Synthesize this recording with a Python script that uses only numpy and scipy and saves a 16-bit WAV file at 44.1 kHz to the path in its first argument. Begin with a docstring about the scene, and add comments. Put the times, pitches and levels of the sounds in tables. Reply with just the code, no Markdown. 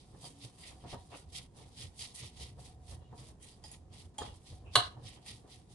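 """Tossing shredded carrot in a bowl

A metal spoon tosses shredded carrot in a ceramic bowl on a kitchen counter, in quick strokes.
The shreds rustle: random snaps, filtered, that swell with each stroke. Low filtered noise swells unevenly beneath.
The spoon clinks a few times and once knocks the bowl hard: sines that die away, each with a burst of noise.
A small hard room answers with echoes; a low rumble, a faint hiss and a faint appliance tone lie beneath."""
import sys
import numpy as np
from scipy import signal
from scipy.fft import rfft, irfft, next_fast_len
from scipy.io import wavfile
from scipy.ndimage import uniform_filter1d

SR = 44100
rng = np.random.default_rng(int(sys.argv[2]) if len(sys.argv) > 2 else 0)


def file_out(sig):
    """Save sig as 16-bit WAV at sys.argv[1]."""
    # one column per channel
    cols = np.atleast_2d(sig).T
    # limit, then scale
    lim = np.clip(cols, -1, 1)
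    pcm = np.round(lim * 32767).astype(np.int16)
    wavfile.write(sys.argv[1], SR, pcm)


def rack_gain(trim_db):
    """Turn a fader trim in dB into the linear factor to multiply a signal by."""
    fader = np.asarray(trim_db, float)
    return 10 ** (fader / 20)


N = 253338   # length in samples

# colour of the rustle and of the spoon's contact noise: (pitch [Hz], relative level per Hz [dB])
RUSTLE_COLOUR = [(760, -37), (1300, -19), (1670, -42), (1890, -6), (2270, -6.5), (3210, -5.5), (3300, -4.5),
                 (3790, -5), (4120, -7), (7480, -7), (8680, -2.5), (9800, -3), (11100, -10.5), (11700, -15),
                 (12000, -50.5), (15600, -63.5), (22000, -120)]
# tones of the counter top: (pitch [Hz], relative level [dB], time to die by 60 dB when struck [s])
COUNTER_TONES = [(119.5, 0, 0.082), (142.5, -10.5, 0.058), (229, -15, 0.086), (343, -20.5, 0.05),
                 (466, -17.5, 0.021)]
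# tones of the spoon: (pitch [Hz], relative level [dB], time to die by 60 dB when struck [s])
SPOON_TONES = [(836, 0, .11), (1900, -8, .06), (3250, -2, .09), (4893, -3, .09), (5350, -8, .04),
               (6350, -8, .04), (6842, -4, .05), (8050, -6, .02), (8500, -6, .02), (9070, -6, .035),
               (9900, -4, .02), (10500, -7, .03)]
# tones of the bowl: (pitch [Hz], relative level [dB], time to die by 60 dB when struck [s])
BOWL_TONES = [(309, -14, 0.067), (444, -19, 0.12), (527, -6, 0.027), (715.5, -2.5, 0.096),
              (948.5, -5, 0.12), (1238, -0.5, 0.028), (1427, -4.5, .04), (1460, -3, 0.015),
              (2300, -15, 0.0083), (2876, -1, 0.044), (3360, 0.5, .025), (3680, -9, .02),
              (3765, -0.5, 0.024), (3990, -1, 0.026), (4124, -3.5, 0.067), (4060, -10.5, .02),
              (5040, -17, 0.0094), (6300, -2.5, .006), (8350, -11.5, 0.004), (9400, 3.5, 0.0054),
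              (10800, -9.5, 0.015)]


def rms_one(x):
    """Scale to an average strength (rms) of 1."""
    return x / np.sqrt(np.mean(x ** 2) + 1e-20)


def at_hz(points, hz):
    """Read a table by pitch, with straight lines between points on a log-pitch axis."""
    table_hz, values = np.array(points)[:, 0], np.array(points)[:, 1]
    return np.interp(np.log(hz + 1), np.log(table_hz), values)


def coloured(x, spectrum):
    """Shape a sound by a table of levels over pitch; rms 1."""
    size = next_fast_len(N)
    gain = rack_gain(at_hz(spectrum, np.fft.rfftfreq(size, 1 / SR)))
    return rms_one(irfft(rfft(x, size) * gain, size)[..., :N])


def band_of(x, edge_hz, kind):
    """Filter out one range of pitches without shifting it in time."""
    return signal.sosfiltfilt(signal.butter(2, edge_hz, kind, fs=SR, output="sos"), x)


def drift(rate_hz):
    """Slow random wandering with a spread of 1: noise smoothed twice, one value every 40 samples."""
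    r = np.exp(-80 * np.pi * rate_hz / SR)
    noise = rng.standard_normal(N // 40 + 2002)
    slow = signal.lfilter([1], [1, -2 * r, r * r], noise)[2000:]
    return np.interp(np.arange(N) / 40, np.arange(len(slow)), rms_one(slow))


def ring(clicks, hz, t60):
    """A click of size 1 starts a sine of about height 1 that dies by 60 dB in t60 seconds."""
    r, w = rack_gain(-60 / (t60 * SR)), 2 * np.pi * hz / SR
    return signal.lfilter([0, np.sin(w)], [1, -2 * r * np.cos(w), r * r], clicks + 1e-18)


def pair(draw):
    """Make left and right: one draw is the same on both sides, the other is opposite, shared out by pitch."""
    # how alike the two sides are: (pitch [Hz], likeness [0 to 1])
    likeness = [(60, 0.97), (170, 0.94), (490, 0.67), (1400, .2), (4000, .1), (11600, 0.01)]
    size = next_fast_len(N)
    alike = np.clip(at_hz(likeness, np.fft.rfftfreq(size, 1 / SR)), 0, 1)
    mid = rfft(draw[0], size) * np.sqrt((1 + alike) / 2)
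    side = rfft(draw[1], size) * np.sqrt((1 - alike) / 2)
    return irfft([mid + side, mid - side], size)[:, :N]


def noise_pair():
    """Plain noise for left and right."""
    return pair(rng.standard_normal((2, N)))


def grains(per_s, spread_db):
    """Two trains of tiny clicks born together, of uneven size and random sign."""
    born = rng.random(N) < per_s / SR
    sizes = rack_gain(spread_db * np.minimum(rng.exponential(1, N), 5)) * born
    return sizes * rng.standard_normal((2, N))


def swells(s, db, rise_s, fall_s, roundness):
    """Power of events that swell and die, 20 dB in their rise and fall times; roundness 1 is pointed, 2 round."""
    since = np.arange(0, N + 40, 40)[:, None] / SR - s
    away = np.where(since < 0, -since / np.maximum(rise_s, 1e-3), since / np.maximum(fall_s, 1e-3))
    level_db = db - 20 * np.minimum(away, 9) ** roundness
    power = np.sum(rack_gain(2 * level_db), axis=1)   # doubled dB gives power
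    return np.interp(np.arange(N) / 40, np.arange(len(power)), power)


def resonant(x, modes):
    """Noise through ringing filters, each applied twice for a narrow peak with steep sides; rms 1."""
    out = 0
    for hz, db, t60 in modes:
        r, w = rack_gain(-60 / (t60 * SR)), 2 * np.pi * hz / SR
        section = [1, 0, -1, 1, -2 * r * np.cos(w), r * r]
        out = out + rack_gain(db) * rms_one(signal.sosfilt([section, section], x))
    return rms_one(out)


def steadied(x, span_s, share):
    """Narrow noise with part of its random swelling evened out; rms 1."""
    swell = np.sqrt(uniform_filter1d(np.mean(x ** 2, axis=0), round(span_s * SR)) + 1e-6)
    return rms_one(x / swell ** np.clip(share, 0, 1))


def struck(modes, times, levels_db, favoured_hz, narrow_db, scatter_db):
    """Each blow rings every tone with its own chance strength, most those near the pitch its spot favours."""
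    at, out = np.round(times * SR).astype(int), np.zeros(N)
    chance = rng.standard_normal((len(at), len(modes)))
    for k, (hz, mode_db, t60) in enumerate(modes):
        off_pitch_db = narrow_db * np.log2(hz / favoured_hz) ** 2
        strength_db = levels_db + mode_db - off_pitch_db + scatter_db * chance[:, k]
        clicks = np.zeros(N)
        np.add.at(clicks, at, rack_gain(strength_db))
        out += ring(clicks * (-1) ** k, hz, t60)   # every other tone starts downwards
    return out


def cracks(times, levels_db, spectrum, fade_s):
    """Each hard contact gives a few milliseconds of broad noise."""
    clicks = np.zeros(N)
    np.add.at(clicks, np.round(times * SR).astype(int), rack_gain(levels_db))
    fading = signal.lfilter([1], [1, -np.exp(-1 / (fade_s * SR))], clicks)
    return fading * coloured(rng.standard_normal(N), spectrum)


def room_tone():
    """The low rumble and faint hiss of the room: steady coloured noise."""
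    # (pitch [Hz], relative level per Hz [dB])
    tone_colour = [(15, -66), (25, -6), (60, 0.5), (96, -1.5), (145, 0), (198, -7), (476, -14),
                   (600, -24.5), (738, -18), (1520, -31), (3300, -33.5), (7360, -33), (9290, -36),
                   (10600, -37.5), (12000, -62.5), (15600, -84), (22000, -120)]
    return rack_gain(-60) * coloured(noise_pair(), tone_colour)


def appliance_whine():
    """A faint appliance tone: noise in one narrow resonance at 740 Hz, with a wandering level."""
    level_db = -73 + 2.8 * drift(3.4)
    return rack_gain(level_db) * resonant(noise_pair(), [(740, 0, .04)])


def shreds():
    """Wet shreds slide over one another and the spoon: dense snaps that also set the spoon faintly ringing."""
    # swells of noise: (time of peak [s], level [dB], rise [s], fall [s], extra treble [dB]);
    # rustle strokes, but the two near 4.74 and 4.85 s fill out the hard knock's start and tail
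    swell_table = [ (0.0, -66, .05, 0.12, -9), (.255, -59, 0.069, 0.09, 4.5),
                   (0.438, -56, 0.054, 0.067, -0.5), (.61, -63.5, 0.045, 0.098, 4.5),
                   (.68, -59.5, .06, 0.072, 2), (0.918, -55.5, 0.052, 0.057, -3.5),
                   (1.181, -63, 0.13, 0.071, 2.5), (1.305, -70, .03, 0.032, 1),
                   (1.366, -49.5, 0.051, 0.075, -0.5), (1.59, -66.5, 0.077, 0.22, 0.5),
                   (1.816, -52.5, 0.09, 0.077, -2), (2.01, -52, 0.051, 0.062, 1.5),
                   (2.055, -55.5, 0.1, 0.1, -2.5), (2.156, -62, 0.019, 0.082, 9),
                   (2.204, -54, 0.061, 0.04, 1), (2.259, -57, 0.088, 0.072, -2.5),
                   (2.422, -53, 0.086, 0.097, -1.5), (2.6, -66.5, 0.027, 0.11, -0.5),
                   (2.664, -61.5, 0.085, 0.09, -0.5), (2.918, -61, 0.084, 0.069, 3),
                   (3.06, -82, 0.2, 0.074, -13), (3.196, -64, 0.06, 0.092, 1),
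                   (3.27, -64, 0.097, 0.076, 2.5), (3.43, -68, 0.024, 0.052, 10),
                   (3.49, -65.5, 0.085, 0.13, 1), (3.655, -65.5, 0.027, 0.14, 1.5),
                   (3.73, -65.5, 0.03, 0.064, 4), (3.94, -63.5, 0.044, 0.071, -1),
                   (4.0, -62, .06, 0.095, -2), (4.223, -58, 0.026, 0.14, -2.5),
                   (4.37, -73.5, 0.15, 0.19, 3), (4.47, -60.5, .03, 0.16, -4), (4.55, -69, 0.15, .05, 1.5),
                   (4.741, -56, 0.027, 0.1, -5.5), (4.85, -58, 0.1, 0.083, -5.5),
                   (5.079, -55.5, 0.075, 0.081, -6.5), (5.15, -65.5, 0.093, 0.051, 0),
                   (5.293, -56, 0.066, 0.12, 0), (5.53, -60.5, 0.073, 0.12, -1.5),
                   (5.72, -69.5, 0.071, .1, 0.5)]
    # faint floor of rustle-coloured noise between strokes, which sinks after the first second:
    # (time [s], level [dB])
    floor_table = [(0, -75.5), (1.0, -72.5), (1.5, -93), (2.3, -88), (2.8, -91.5), (5.74, -90)]
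    # low crunchy part of the rustle: (time of peak [s], level [dB], rise [s], fall [s])
    crunch_table = [(.26, -67, .05, 0.077), (.44, -65.5, .04, 0.067), (.67, -57.5, 0.094, 0.09),
                    (.925, -59.5, 0.11, 0.067), (1.14, -57, .03, 0.09), (1.39, -57, 0.073, 0.065),
                    (1.63, -66, .04, .05), (1.83, -59.5, .05, .07), (2.035, -60, 0.055, 0.071),
                    (2.205, -53.5, 0.051, 0.088), (2.42, -62.5, .06, 0.11), (2.66, -72, .07, .08),
                    (2.92, -70, .06, 0.07), (3.12, -75, .06, 0.084), (3.2, -69.5, .03, 0.16),
                    (3.44, -65.5, .04, .12), (3.66, -72, .03, .06), (3.74, -65, 0.055, 0.055),
                    (3.96, -68, 0.066, 0.1), (4.24, -61.5, 0.041, 0.11), (5.09, -60, .06, 0.12),
                    (5.295, -57, .05, 0.085), (5.54, -68, 0.062, .08)]
    roundness = 1.204
    s, db, rise_s, fall_s, bright_db = np.transpose(swell_table)
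    floor_s, floor_db = np.transpose(floor_table)
    floor_power = rack_gain(2 * np.interp(np.arange(N) / SR, floor_s, floor_db))
    rustle = np.sqrt(swells(s, db, rise_s, fall_s, roundness) + floor_power)
    bright = np.sqrt(swells(s, db + bright_db, rise_s, fall_s, roundness) + floor_power)

    snaps = pair(grains(9000, spread_db=-2.0) * rack_gain(0.69 * drift(27)))
    ringing = 0
    for hz, tone_db, t60 in SPOON_TONES[1:]:   # touched by shreds, the spoon rings half as long
        ringing = ringing + rack_gain(tone_db + 7.4 * drift(7)) * ring(snaps, hz, .5 * t60)
    sound = coloured(snaps, RUSTLE_COLOUR) + rack_gain(-14.0) * rms_one(ringing)

    # clumps shift the colour: each range of pitches wanders by itself
    split = [("low", 3000), ("band", [3000, 5750]), ("high", 5750)]
    crunch, body, treble = (rms_one(band_of(sound, edge, kind)) * rack_gain(1.7 * drift(33)) for kind, edge in split)

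    # louder rustle has relatively less crunch and treble
    over_db = 20 * np.log10(rustle) + 60   # rustle level above -60 dB
    extra_crunch = swells(*np.transpose(crunch_table), roundness)
    low = np.sqrt((rustle * rack_gain(-9 - 0.29 * over_db)) ** 2 + extra_crunch)
    high = bright * rack_gain(1 - 0.16 * over_db)
    return rustle * body + low * crunch + high * treble


def low_noise():
    """Uneven swells of low noise under the stirring: bowl foot, counter top and cabinet, each with its colour."""
    # uneven swells in three ranges of pitch: (time of peak [s], bowl foot level [dB],
    # counter top level [dB], cabinet level [dB], slowness [factor that stretches rise and fall])
    swell_table = [ (.15, -58.5, -61, -58.5, 2), (0.252, -56, -54.5, -74, 1.3),
                   (0.451, -61.5, -50, -59, 0.96), (.6, -64, -67, -68, 3.6), (0.709, -60.5, -63, -60, 3.1),
                   (.854, -47.5, -48, -60, 0.78), (0.941, -41.5, -45.5, -45, 0.61),
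                   (1.128, -46, -67, -66, 0.49), (1.15, -49, -60.5, -68, 0.82),
                   (1.29, -93, -66, -55.5, 1.8), (1.398, -59.5, -49.5, -70, 0.65),
                   (1.592, -57.5, -58, -57, 1.95), (1.81, -93, -49.5, -54, 1.05),
                   (1.852, -66, -51, -49.5, .6), (2.03, -62, -57, -58, 1.5), (2.236, -59, -49, -51, 0.73),
                   (2.42, -59, -52.5, -49, 1.4), (2.52, -72, -57, -50, 0.63),
                   (2.589, -58, -52.5, -57, 1.15), (2.68, -64, -68, -54.5, 2.1), (2.8, -79, -59, -56, 1.3),
                   (2.93, -56.5, -51.5, -49, 1.64), (3.02, -63, -76, -56, 0.73),
                   (3.13, -53, -51, -66, 0.86), (3.2, -58, -54.5, -56, 2.6), (3.299, -63.5, -70, -55, 1.3),
                   (3.456, -69, -59, -63.5, 0.77), (3.586, -62, -67, -57, .6), (3.646, -59, -58, -50, 0.59),
                   (3.734, -66, -61, -57.5, 1.3), (3.85, -82, -66, -53, 1.1), (3.932, -63.5, -55, -61, 1.8),
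                   (4.046, -65.5, -75, -52.5, 1.1), (4.219, -40.5, -64, -51, 0.61),
                   (4.26, -52, -51.5, -50.5, 1.4), (4.525, -60, -49.5, -47.5, 0.82),
                   (4.66, -59, -56, -49, 1.6), (4.77, -42, -40, -55.5, 0.68), (4.86, -58, -62.5, -51, 1),
                   (4.976, -53, -48.5, -70, 1.23), (5.054, -62, -49.5, -52.5, 1.16),
                   (5.176, -59, -67.5, -63, 1.2), (5.312, -63.5, -54.5, -55, 1.2),
                   (5.45, -58, -59.5, -63.5, 1.2), (5.57, -75, -59, -58.5, 1.04),
                   (5.706, -73.5, -61.5, -66, 0.63)]
    # colour of the bowl foot's noise: (pitch [Hz], relative level per Hz [dB])
    foot_colour = [(120, -20), (200, -10), (259, -1.5), (597, -4.5), (731, -6), (847, -4.5), (981, -4.5),
                   (1570, -21), (1800, -15), (2340, -54), (3960, -120)]
    # tones of the cabinet: (pitch [Hz], relative level [dB], time to die by 60 dB in one filter pass [s])
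    cabinet_tones = [(67, -3.5, 0.13), (84.2, -3.5, 0.24)]
    # (rise, fall) in seconds at slowness 1
    foot_swell, counter_swell, cabinet_swell = (.04, 0.083), (.05, 0.092), (.08, 0.17)
    s, foot_db, counter_db, cabinet_db, slowness = np.transpose(swell_table)
    foot = coloured(pair(grains(2500, spread_db=0.5)), foot_colour)
    noise = noise_pair()
    counter = steadied(resonant(noise, COUNTER_TONES), span_s=0.06, share=0.2)
    cabinet = steadied(resonant(noise, cabinet_tones), span_s=0.06, share=0.2)

    rest = rack_gain(2 * -71)   # the held bowl never lies quite still
    foot_power = swells(s, foot_db, *np.outer(foot_swell, slowness), roundness=0.81) + rest
    counter_power = swells(s, counter_db, *np.outer(counter_swell, slowness), roundness=1.2)
    cabinet_power = swells(s, cabinet_db, *np.outer(cabinet_swell, slowness), roundness=0.83)
    return np.sqrt(foot_power) * foot + np.sqrt(counter_power) * counter + np.sqrt(cabinet_power) * cabinet


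def bowl():
    """Hard knocks on the wall ring the whole bowl; soft low thuds ring mostly tones near one pitch and the counter."""
    # soft low thuds; the rows near 0.93 s build one growing boom:
    # (time [s], bowl level [dB], favoured pitch [Hz], counter level [dB])
    thud_table = [(.242, -48, 910, -57), (0.437, -59, 497, -60), (.838, -47, 800, -58),
                  (.853, -51, 500, -56), (0.9285, -41.5, 613, -36.5), (0.9363, -56, 500, -35),
                  (.943, -42, 930, -62), (1.121, -47, 680, -69), (1.141, -45, 1560, -57),
                  (2.584, -58, 610, -71), (3.127, -49, 765, -58), (3.135, -44.5, 830, -48),
                  (4.217, -58, 756, -57), (4.218, -42, 1420, -62), (4.224, -45, 600, -55),
                  (4.966, -60.5, 400, -59)]
    # the spoon bounces on the bowl wall: (time [s], ring level [dB], contact noise level [dB])
    knock_table = [(4.7535, -38.5, -38.5), (4.7558, -30.5, -17), (4.7578, -29, -23), (4.7625, -27.5, -26.5),
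                   (4.769, -41.5, -38), (4.775, -43.5, -39.5), (4.785, -49, -43), (4.799, -48.5, -43.5),
                   (4.806, -48.5, -44)]
    # colour of a knock's contact noise: (pitch [Hz], relative level per Hz [dB])
    crack_colour = [(150, -50), (250, -23.5), (944, -1), (2060, -14), (2890, -14.5), (4130, 0),
                    (5440, -24.5), (9590, -7), (12000, -31), (15600, -81.5), (22000, -120)]
    s, db, hz, counter_db = np.transpose(thud_table)
    thuds = struck(BOWL_TONES, s, db, hz, 45.0, scatter_db=-2.0)
    thuds = signal.lfilter([.3], [1, -.7], thuds)   # a soft contact rounds the attack
    booms = struck(COUNTER_TONES, s, counter_db, 125, 12, scatter_db=0)
    # the booms start gently: keep what lies below about 206 Hz
    booms = signal.sosfilt(signal.butter(2, 206, fs=SR, output="sos"), booms)

    s, db, crack_db = np.transpose(knock_table)
    knocks = struck(BOWL_TONES, s, db, 2000, 0, scatter_db=1.5)
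    knocks = knocks + cracks(s, crack_db, crack_colour, fade_s=0.0018)
    return knocks + thuds + booms


def kitchen(x):
    """Dense reflections: octave bands of noise that die at their own rate, other noise on each side."""
    # (pitch [Hz], time for echoes to die by 60 dB [s])
    echo_times = [(300, 0.22), (1000, 0.35), (3500, 0.3), (9000, 0.13)]
    t, echoes = np.arange(SR // 2) / SR, 0
    for low in 177 * 2.0 ** np.arange(6):
        octave = signal.butter(2, [low, 2 * low], "band", fs=SR, output="sos")
        band = signal.sosfilt(octave, rng.standard_normal((2, len(t))))
        echoes = echoes + band * rack_gain(-60 * t / at_hz(echo_times, low * np.sqrt(2)))
    echoes = echoes * np.clip(t / 0.0024, 0, 1)   # the first reflections fade in over 2.4 ms
    echoes = echoes / np.sqrt(np.sum(echoes ** 2) / 2)
    return signal.fftconvolve(echoes, x[None], axes=1)[:, :N]


def creak():
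    """A short, faint low tone: a sine that climbs a little."""
    start_s, length_s, level_db = 0.28, .235, -65.5
    start_hz, climb_hz_per_s = 276, 57
    since = np.arange(N) / SR - start_s
    sounding = np.clip(np.minimum(since, length_s - since) / .02, 0, 1)   # 20 ms fades
    hz = start_hz + climb_hz_per_s * np.clip(since, 0, 1)
    return np.sqrt(2) * rack_gain(level_db) * sounding * np.sin(2 * np.pi * np.cumsum(hz) / SR)


def slides():
    """The spoon's tip rubs the bare glaze: friction feeds middle tones of spoon and bowl, now one, now another."""
    # (time of peak [s], level [dB], rise [s], fall [s])
    slide_table = [(.99, -69, .05, 0.049), (1.62, -74, .06, .08), (2.92, -70, 0.064, 0.083),
                   (3.06, -74, 0.067, .06), (3.135, -80, .05, .05), (3.45, -64, 0.037, 0.088),
                   (4.25, -63, 0.058, 0.093)]
    low_hz, high_hz = 1800, 4200
    rub = pair(grains(4000, spread_db=2.0))
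    singing = 0
    for hz, _, t60 in SPOON_TONES + BOWL_TONES:
        if low_hz < hz < high_hz and t60 > .021:   # only the longer tones sing
            singing = singing + rack_gain(4.7 * drift(4.8)) * resonant(rub, [(hz, 0, .02)])
    return np.sqrt(swells(*np.transpose(slide_table), roundness=3.6)) * rms_one(singing)


def squeak():
    """The spoon's edge drags on the glaze: short rough squeaks of noise in one resonance at 2650 Hz."""
    # (time of peak [s], level [dB], rise [s], fall [s])
    squeak_table = [(1.141, -56.5, 0.028, .035), (4.674, -61.5, 0.029, 0.082)]
    power = swells(*np.transpose(squeak_table), roundness=2)
    return np.sqrt(power) * resonant(noise_pair(), [(2650, 0, .005)])


def spoon():
    """Clinks of the hand-held spoon: its tones ring, with a short burst of contact noise."""
    # (time [s], ring level before scatter [dB], pitch favoured by the struck spot [Hz],
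    # narrowness [dB per octave squared], contact noise level [dB])
    clink_table = [(1.35, -51, 3250, 25, -57), (1.992, -52, 3900, 10, -47), (3.178, -64, 4800, 17, -54),
                   (3.428, -65, 9000, 22, -56), (3.639, -40, 4700, 54, -54), (3.641, -54, 860, 1, -66),
                   (3.665, -59, 9500, 8, -64), (3.68, -58, 9500, 14, -54), (3.715, -40.5, 10600, 48, -57),
                   (4.182, -39, 8200, 20, -61), (4.183, -45, 3230, 32, -47), (4.186, -39, 846, 27, -46),
                   (5.262, -50.5, 1880, 8, -49)]
    s, db, hz, narrow_db, crack_db = np.transpose(clink_table)
    ringing = struck(SPOON_TONES, s, db, hz, narrow_db, scatter_db=4.5)
    return ringing + cracks(s, crack_db, RUSTLE_COLOUR, fade_s=0.0034)


def suppressor(x):
    """Block by block, the treble's level sets one gain above the bass: quiet blocks sink, loud ones rise, in steps."""
    block_s, first_block_s = .07416, .0626
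    pivot_db, slope = -55, .3   # treble level left unchanged; dB of gain per dB of level
    least_db, most_db = -8, 4.5   # limits of the gain
    upper, treble = band_of(x, 600, "high"), band_of(x, 1500, "high")
    block = np.floor((np.arange(N) / SR - first_block_s) / block_s + 1).astype(int)
    power = np.bincount(block, np.mean(treble ** 2, axis=0)) / np.bincount(block)
    level_db = 10 * np.log10(power + 1e-12)
    gain = rack_gain(np.clip(slope * (level_db - pivot_db), least_db, most_db))[block]
    return x + upper * (uniform_filter1d(gain, size=200) - 1)   # steps softened over 200 samples


def scene():
    """Room tone, stirring, and spoon and bowl with their echoes."""
    background = room_tone() + appliance_whine()
    stirring = shreds() + low_noise() + creak() + slides() + squeak()
    knocks, clinks = bowl(), spoon()
    echoes = kitchen(rack_gain(-3) * clinks + rack_gain(-6.5) * knocks)
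    return background + stirring + knocks + clinks + echoes


def low_pass(x):
    """Removes everything above the highest recorded frequency."""
    return signal.sosfilt(signal.butter(12, 12180, fs=SR, output="sos"), x)


def record(dry):
    """Two close microphone ports differ in level by pitch and slightly in time; noise suppression, then a top cut."""
    # (pitch [Hz], left minus right level [dB])
    left_gain = [(60, -2.5), (130, -1.5), (270, -0.5), (570, 2), (1210, -0.5), (2570, -3), (5460, -1),
                 (11600, -4)]
    left_lead_s = .00004
    size = next_fast_len(N + 4096)
    hz = np.fft.rfftfreq(size, 1 / SR)
    # each side takes half of the difference, in opposite directions
    half = rack_gain(at_hz(left_gain, hz) / 2) * np.exp(1j * np.pi * hz * left_lead_s)
    ports = irfft(rfft(dry, size) * [half, 1 / half], size)[:, :N]
    top_cut = signal.cheby2(12, 60, 12900, fs=SR, output="sos")   # 60 dB down from 12900 Hz up
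    mix = signal.sosfilt(top_cut, suppressor(ports))
    return low_pass(mix)


dry = scene()
out = record(dry)
file_out(out)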